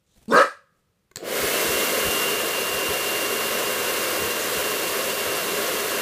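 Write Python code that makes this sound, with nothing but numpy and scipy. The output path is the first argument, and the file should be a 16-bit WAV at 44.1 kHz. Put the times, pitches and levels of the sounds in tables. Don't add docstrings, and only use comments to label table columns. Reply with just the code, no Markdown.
import sys
import numpy as np
from scipy import signal
from scipy.fft import rfft, irfft, next_fast_len
from scipy.io import wavfile

SR = 44100
rng = np.random.default_rng(int(sys.argv[2]) if len(sys.argv) > 2 else 0)


def inscribe(sig):
    pcm = np.round(np.clip(np.atleast_2d(sig).T, -1, 1) * 32767)
    wavfile.write(sys.argv[1], SR, pcm.astype(np.int16))


N = 265041
T = np.arange(N) / SR
ON_S, HUM_HZ = 1.16, 101

# frequency in Hz, level in dB.
THUD_COLOUR = [(20, -25), (45, -12), (75, 2.5), (110, -6), (170, 0.5), (260, -28), (500, -46)]
# frequency in Hz, level in dB.
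ROAR_COLOUR = [(25, -46), (80, -26), (140, -17.5), (200, -9), (290, -8), (370, -1), (460, 2.5), (540, -0.5),
               (610, -1.5), (670, -8.5), (715, -3.5), (850, -23.5), (1500, -44)]
# frequency in Hz, level in dB.
RUSH_COLOUR = [(500, -26.5), (860, -8), (1000, -1), (1400, -1.5), (2100, -4), (2500, -6.5), (2900, -3.5),
               (3500, -7.5), (4400, -8), (5500, -13), (9000, -22.5)]
# time in seconds, nozzle turned aside from 0 to 1, whine level in dB.
DRYER_AIM = [(1.5, 0, -35), (1.98, 0.25, -36), (2.18, 0.25, -29.5), (2.45, 0.77, -34), (2.8, 0.73, -33.5),
             (3.15, 0.67, -33), (3.75, 0.65, -37.5), (4.15, 0.6, -37.5), (4.35, .85, -37.5),
             (4.6, 0.63, -37.5), (5.1, 0.77, -39), (5.4, 0.87, -37), (5.7, 0.7, -41), (6.01, 0.78, -39)]


def amp(db):
    return 10 ** (np.asarray(db) / 20)


def unit(x):
    return x / np.sqrt(np.mean(x ** 2) + 1e-20)


def steady(x):
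    power = signal.oaconvolve(x ** 2, np.hanning(801) / 400, "same")
    return x / np.sqrt(abs(power) + 1e-9)


def read(points, hz):
    f, value = np.transpose(points)
    return np.interp(np.log(hz + 1), np.log(f + 1), value)


def curves(rows):
    s, *columns = np.transpose(rows)
    return [np.interp(T, s, column) for column in columns]


def swell(s, length):
    return np.sin(np.pi * np.clip((T - s) / length, 0, 1)) ** 2


def fade(t, fade_s):
    return np.exp(-np.log(1000) * t / fade_s)


def noise(colour, lifts=()):
    size = next_fast_len(N)
    hz = np.fft.rfftfreq(size, 1 / SR)
    db = read(colour, hz) + sum(lift / (1 + (2 * (hz - f) / width) ** 2) for f, width, lift in lifts)
    return unit(irfft(rfft(rng.standard_normal(size)) * amp(db))[:N])


def drift(hz):
    return unit(signal.sosfilt(signal.butter(2, hz, fs=SR, output="sos"), rng.standard_normal(N)))


def resonate(x, hz, width):
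    turn = np.exp(2j * np.pi * np.cumsum(hz * np.ones(N)) / SR)
    r = np.exp(-np.pi * width / SR)
    return 2 * (turn * signal.lfilter([(1 - r) ** 2], [1, -2 * r, r * r], x / turn + 1e-18)).real


def still_room(level_db=-70.5):
    # frequency in Hz, level in dB.
    hush_colour = [(15, -39.5), (25, -9.5), (98, -1.5), (191, -1.5), (243, -14), (515, -9), (673, -20),
                   (1240, -18.5), (1860, -20.5), (15000, -31.5)]
    return amp(level_db) * noise(hush_colour)


def room(x, wet_db, gap_s=.006):
    # frequency in Hz, fade time in seconds.
    fade_times = [(100, 0.18), (500, 0.22), (1300, 0.27), (3000, .31), (8000, 0.29), (15000, 0.25)]
    echoes = rng.standard_normal(SR // 2) * (np.arange(SR // 2) > gap_s * SR)
    hz, t, bands = signal.stft(echoes, SR, nperseg=256)
    tail = signal.istft(bands * fade(t, read(fade_times, hz)[:, None]), SR)[1]
    return x + amp(wet_db) * signal.oaconvolve(x, tail / np.linalg.norm(tail))[:N]


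def afterglow(x, fade_s=0.75):
    # frequency in Hz, level in dB.
    glow_colour = [(300, -33.5), (440, -14), (520, -4.5), (620, -14.5), (850, -19.5), (1150, -3),
                   (1750, -6.5), (2100, -12), (4000, -21.5)]
    tail = noise(glow_colour)[:SR] * fade(T[:SR], fade_s)
    return signal.oaconvolve(x, tail / np.linalg.norm(tail))[:N]


def bedding(crinkle_db=2):
    # frequency in Hz, level in dB.
    sheet_colour = [(100, 15.5), (500, 5.5), (1200, -4), (2500, -4), (4000, -8), (8000, -4.5), (15000, -10)]
    # start and length in seconds, peak in dB.
    rustles = [(.02, .32, -69), (0.14, 0.075, -61), (.208, .038, -56), (0.254, .008, -46),
               (0.711, .14, -73), (0.729, 0.63, -87)]
    # start and length in seconds, peak in dB, centre and width in Hz.
    swishes = [(.0, .3, -72.5, 6800, 3480), (.02, 0.29, -72, 3700, 1200), (4.383, 0.058, -35, 6800, 1500)]
    slide = noise(sheet_colour) * sum(amp(db) * swell(s, length) for s, length, db in rustles)
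    swish = sum(amp(db) * swell(s, length) * unit(resonate(rng.standard_normal(N), hz, width))
                for s, length, db, hz, width in swishes)
    return (slide + swish) * amp(crinkle_db * drift(90))


def paws():
    # start in seconds, peak in dB, length in seconds.
    landings = [(0.321, -40.5, .05), (1.378, -37.5, 0.11), (1.669, -37, 0.052), (1.722, -43, 0.061),
                (2.033, -33, 0.086), (2.696, -42, .11), (2.864, -37.5, 0.073), (4.154, -39.5, 0.16),
                (4.559, -36, 0.043), (5.234, -44, .1)]
    return sum(amp(db) * swell(s, length) for s, db, length in landings) * steady(noise(THUD_COLOUR))


def wheezes(width_hz=200, overtone=1.52, overtone_db=-6):
    # start and length in seconds, peak in dB, first and last pitch in Hz.
    whistles = [(0.3, 0.036, -37, 3610, 3540), (0.341, .072, -29.5, 5430, 2750),
                (.35, .08, -32.5, 2600, 3090)]
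    out = np.zeros(N)
    for s, length, db, first_hz, last_hz in whistles:
        hz = np.interp(T, [s, s + length], [first_hz, last_hz])
        whistle = steady(resonate(rng.standard_normal(N), hz, width_hz))
        whistle += amp(overtone_db) * unit(resonate(rng.standard_normal(N), hz * overtone, 2 * width_hz))
        out += amp(db) * swell(s, length) * whistle
    return out


def rasp(puffs, effort, mouth, base_db=-24.5, shut_db=-8, ragged_db=2):
    # frequency in Hz, level in dB.
    teeth_colour = [(1500, -30), (2500, -1), (3300, -9.5), (4500, 3.5), (5500, -6.5), (6300, -5),
                    (7600, -5), (8800, -0.5), (10000, -12), (11500, -12), (15000, -20.5)]
    level = amp(base_db + shut_db * (1.5 - mouth) + ragged_db * drift(110)) * effort ** 0.62
    return level * unit(puffs * noise(teeth_colour))


def vocal_folds(pitch_hz, rough, jitter=0.13, breath_db=9):
    phase = 2 * np.pi * np.cumsum(pitch_hz * (1 + jitter * rough * drift(190))) / SR
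    buzz = unit(sum(np.cos(k * phase) / k ** 0.67 for k in range(1, 9)))
    buzz *= 1 + rough * (np.cos(phase / 4) + drift(200))
    puffs = 1 + 1.1 * np.cos(phase)
    breath = amp(breath_db) * rough * puffs * rng.standard_normal(N)
    return (1 - rough) * buzz + breath, puffs


def throat(buzz, mouth, shut_ratio=0.54, lowest_hz=300, cheek_hz=215, cheek_db=-8):
    # open-mouth frequency and width in Hz, level in dB open, then shut.
    resonances = [(546, 290, 3, -8.5), (776, 190, -26.5, -24), (1302, 300, 8.5, -24.5),
                  (1620, 190, 7.5, -40.5), (2390, 160, -10.5, -74)]
    stretch = shut_ratio + (1 - shut_ratio) * mouth
    voice = sum(amp(shut_db + (open_db - shut_db) * mouth) * resonate(buzz, hz * stretch, width)
                for hz, width, open_db, shut_db in resonances)
    bass_cut = signal.butter(4, lowest_hz, "high", fs=SR, output="sos")
    cheeks = amp(cheek_db) * (1 - mouth) * resonate(buzz, cheek_hz, 170)
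    return steady(signal.sosfilt(bass_cut, voice) + cheeks)


def bark(jaw_s=0.293, opening_s=0.024, chest_db=-23.5, fade_db_per_s=469, sag_octaves_per_s=9):
    # time in seconds, effort in dB, pitch in Hz.
    bark_shape = [(.279, -52.5, 215), (.283, -30, 213), (.298, -27, 222.7), (.315, -24, 303),
                  (.321, -17, 467.8), (.345, -14, 457), (.376, -10, 495), (.419, -12.5, 553)]
    # frequency in Hz, level in dB.
    chest_colour = [(30, -34), (90, -26), (130, -15.5), (175, -1.5), (260, -0.5), (400, -20.5), (800, -42)]
    effort_db, pitch_hz = curves(bark_shape)
    fading_s = np.clip(T - bark_shape[-1][0], 0, 1)
    effort = amp(effort_db - fade_db_per_s * fading_s) * (T > bark_shape[0][0])
    mouth = 1 - np.exp(-np.maximum(T - jaw_s, 0) / opening_s)
    growl = np.sqrt(swell(s=.32, length=.05))
    rough = np.clip(0.15 + 0.35 * mouth ** 2 + 0.5 * growl + 7.2 * fading_s, 0, 1)
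    buzz, puffs = vocal_folds(pitch_hz * 2 ** (-sag_octaves_per_s * fading_s), rough)
    chest = amp(chest_db) * growl * steady(noise(chest_colour))
    return effort * throat(buzz, mouth) + rasp(puffs, effort, mouth) + wheezes() + chest


def switch(snap_db=-5):
    # start in seconds, level in dB, snap fade time in seconds, knock in dB.
    clicks = [(1.1136, -42, 0.0074, -5), (1.1155, -40.5, 0.0065, -1), (1.1593, -17, 0.012, -28),
              (1.1703, -17, 0.009, -23)]
    # frequency in Hz, level in dB.
    snap_colour = [(300, -25), (1200, -5), (2200, 3), (3000, -25), (4100, 7), (5200, -11), (7000, 2),
                   (10000, -14), (15000, -11)]
    # pitch in Hz, level in dB, fade time in seconds.
    shell_notes = [(388, 0, 0.029), (620, -12, .03), (1140, -5, .025), (1540, -4, .02), (2120, -1, .018)]
    out, t = np.zeros(N), np.arange(SR // 8) / SR
    knock = sum(amp(db) * fade(t, fade_s) * np.sin(2 * np.pi * hz * t) for hz, db, fade_s in shell_notes)
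    for s, db, fade_s, knock_db in clicks:
        snap = amp(snap_db) * noise(snap_colour)[:len(t)] * fade(t, fade_s)
        start = round(s * SR)
        out[start:start + len(t)] += amp(db) * (snap + amp(knock_db) * knock / 2)
    return out


def fan_speed(lag_s=.045, leap_s=.07, creep_s=.21, creep_share=.16):
    running_s = np.maximum(T - ON_S - lag_s, 0)
    leap = 1 - np.exp(-running_s / leap_s)
    creep = 1 - np.exp(-running_s / creep_s)
    return (1 - creep_share) * leap + creep_share * creep


def start_up(buzz_db=-46.5, rattle_db=-5, jolt_db=-43):
    strain = (T > ON_S) * (1 - fan_speed()) ** 2 * (1 + .5 * np.cos(2 * np.pi * HUM_HZ * T))
    buzz = amp(buzz_db) * strain * (noise(ROAR_COLOUR) + amp(rattle_db) * noise(RUSH_COLOUR))
    jolt = amp(jolt_db) * swell(ON_S, length=.022) * steady(noise(THUD_COLOUR))
    return buzz + jolt


def motor(blade_hz=2795, sag_hz_per_s=5, wobble=0.0012, octave_db=-24, fuzz_db=-8, hum_db=-56.5):
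    speed, whine_db = fan_speed(), curves(DRYER_AIM)[1]
    hz = (blade_hz - sag_hz_per_s * (T - ON_S)) * speed
    phase = 2 * np.pi * np.cumsum(hz * (1 + wobble * drift(37))) / SR
    tone = np.sqrt(2) * (np.sin(phase) + amp(octave_db) * np.sin(2 * phase))
    fuzz = amp(fuzz_db) * unit(resonate(rng.standard_normal(N), hz, width=130))
    housing = 1 / (1 + ((hz - blade_hz) / 230) ** 2)
    flicker_db = 0.5 * drift(3.3)
    whine = amp(whine_db + flicker_db) * speed ** 2 * housing * (tone + fuzz)
    hum = amp(hum_db) * speed * np.sqrt(2) * np.sin(2 * np.pi * HUM_HZ * T)
    return whine + hum


def airflow(roar_db=-27.5, rush_db=-27, hiss_db=-26.5, buffet_db=0.63, flutter_db=0.43):
    # frequency and width in Hz, lift in dB with nozzle ahead, then aside.
    resonances = [(904, 35, 0, 2.5), (1072, 58, 3.5, 6), (1645, 125, 3, 3), (2132, 170, 7, 0.5),
                  (2700, 92, 1, 4), (2940, 120, 4, -3.5)]
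    # frequency in Hz, level in dB.
    hiss_colour = [(1500, -11.5), (3500, 1), (4500, 0), (5400, 0), (6200, 3), (6650, 1.3), (7300, 3.5),
                   (8200, 2), (9200, 1.9), (10500, 2.5), (13000, 2.5), (14500, 3), (15500, -4)]
    speed, aside = fan_speed(), curves(DRYER_AIM)[0]
    roar_level = amp(roar_db - 4 * aside) * speed ** 0.78
    rush_level = amp(rush_db - 3.5 * aside) * speed ** 1.78
    hiss_level = amp(hiss_db - 5.5 * aside) * speed ** 2.8
    ahead = noise(RUSH_COLOUR, [(hz, width, db) for hz, width, db, _ in resonances])
    turned = noise(RUSH_COLOUR, [(hz, width, db) for hz, width, _, db in resonances])
    flutter = amp(flutter_db * drift(24))
    roar = amp(buffet_db * drift(36)) * roar_level * noise(ROAR_COLOUR)
    rush = flutter * rush_level * (np.sqrt(1 - aside) * ahead + np.sqrt(aside) * turned)
    return room(roar + rush, wet_db=-9.5) + flutter * hiss_level * noise(hiss_colour)


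def scene(dog_db=-1, glow_db=-45):
    dog = amp(dog_db) * room(bark(), wet_db=-6.0)
    dryer = airflow() + room(switch(), wet_db=-11.0) + start_up() + motor()
    bed = room(bedding(), wet_db=-8.0) + paws()
    mono = dog + amp(glow_db) * afterglow(dog) + dryer + bed + still_room()
    return np.array([mono, mono])


def record(dry):
    treble_cut = signal.firwin(511, 15400, window=("kaiser", 9), fs=SR)
    return signal.oaconvolve(dry, treble_cut[None], "same")


dry = scene()
out = record(dry)
inscribe(out)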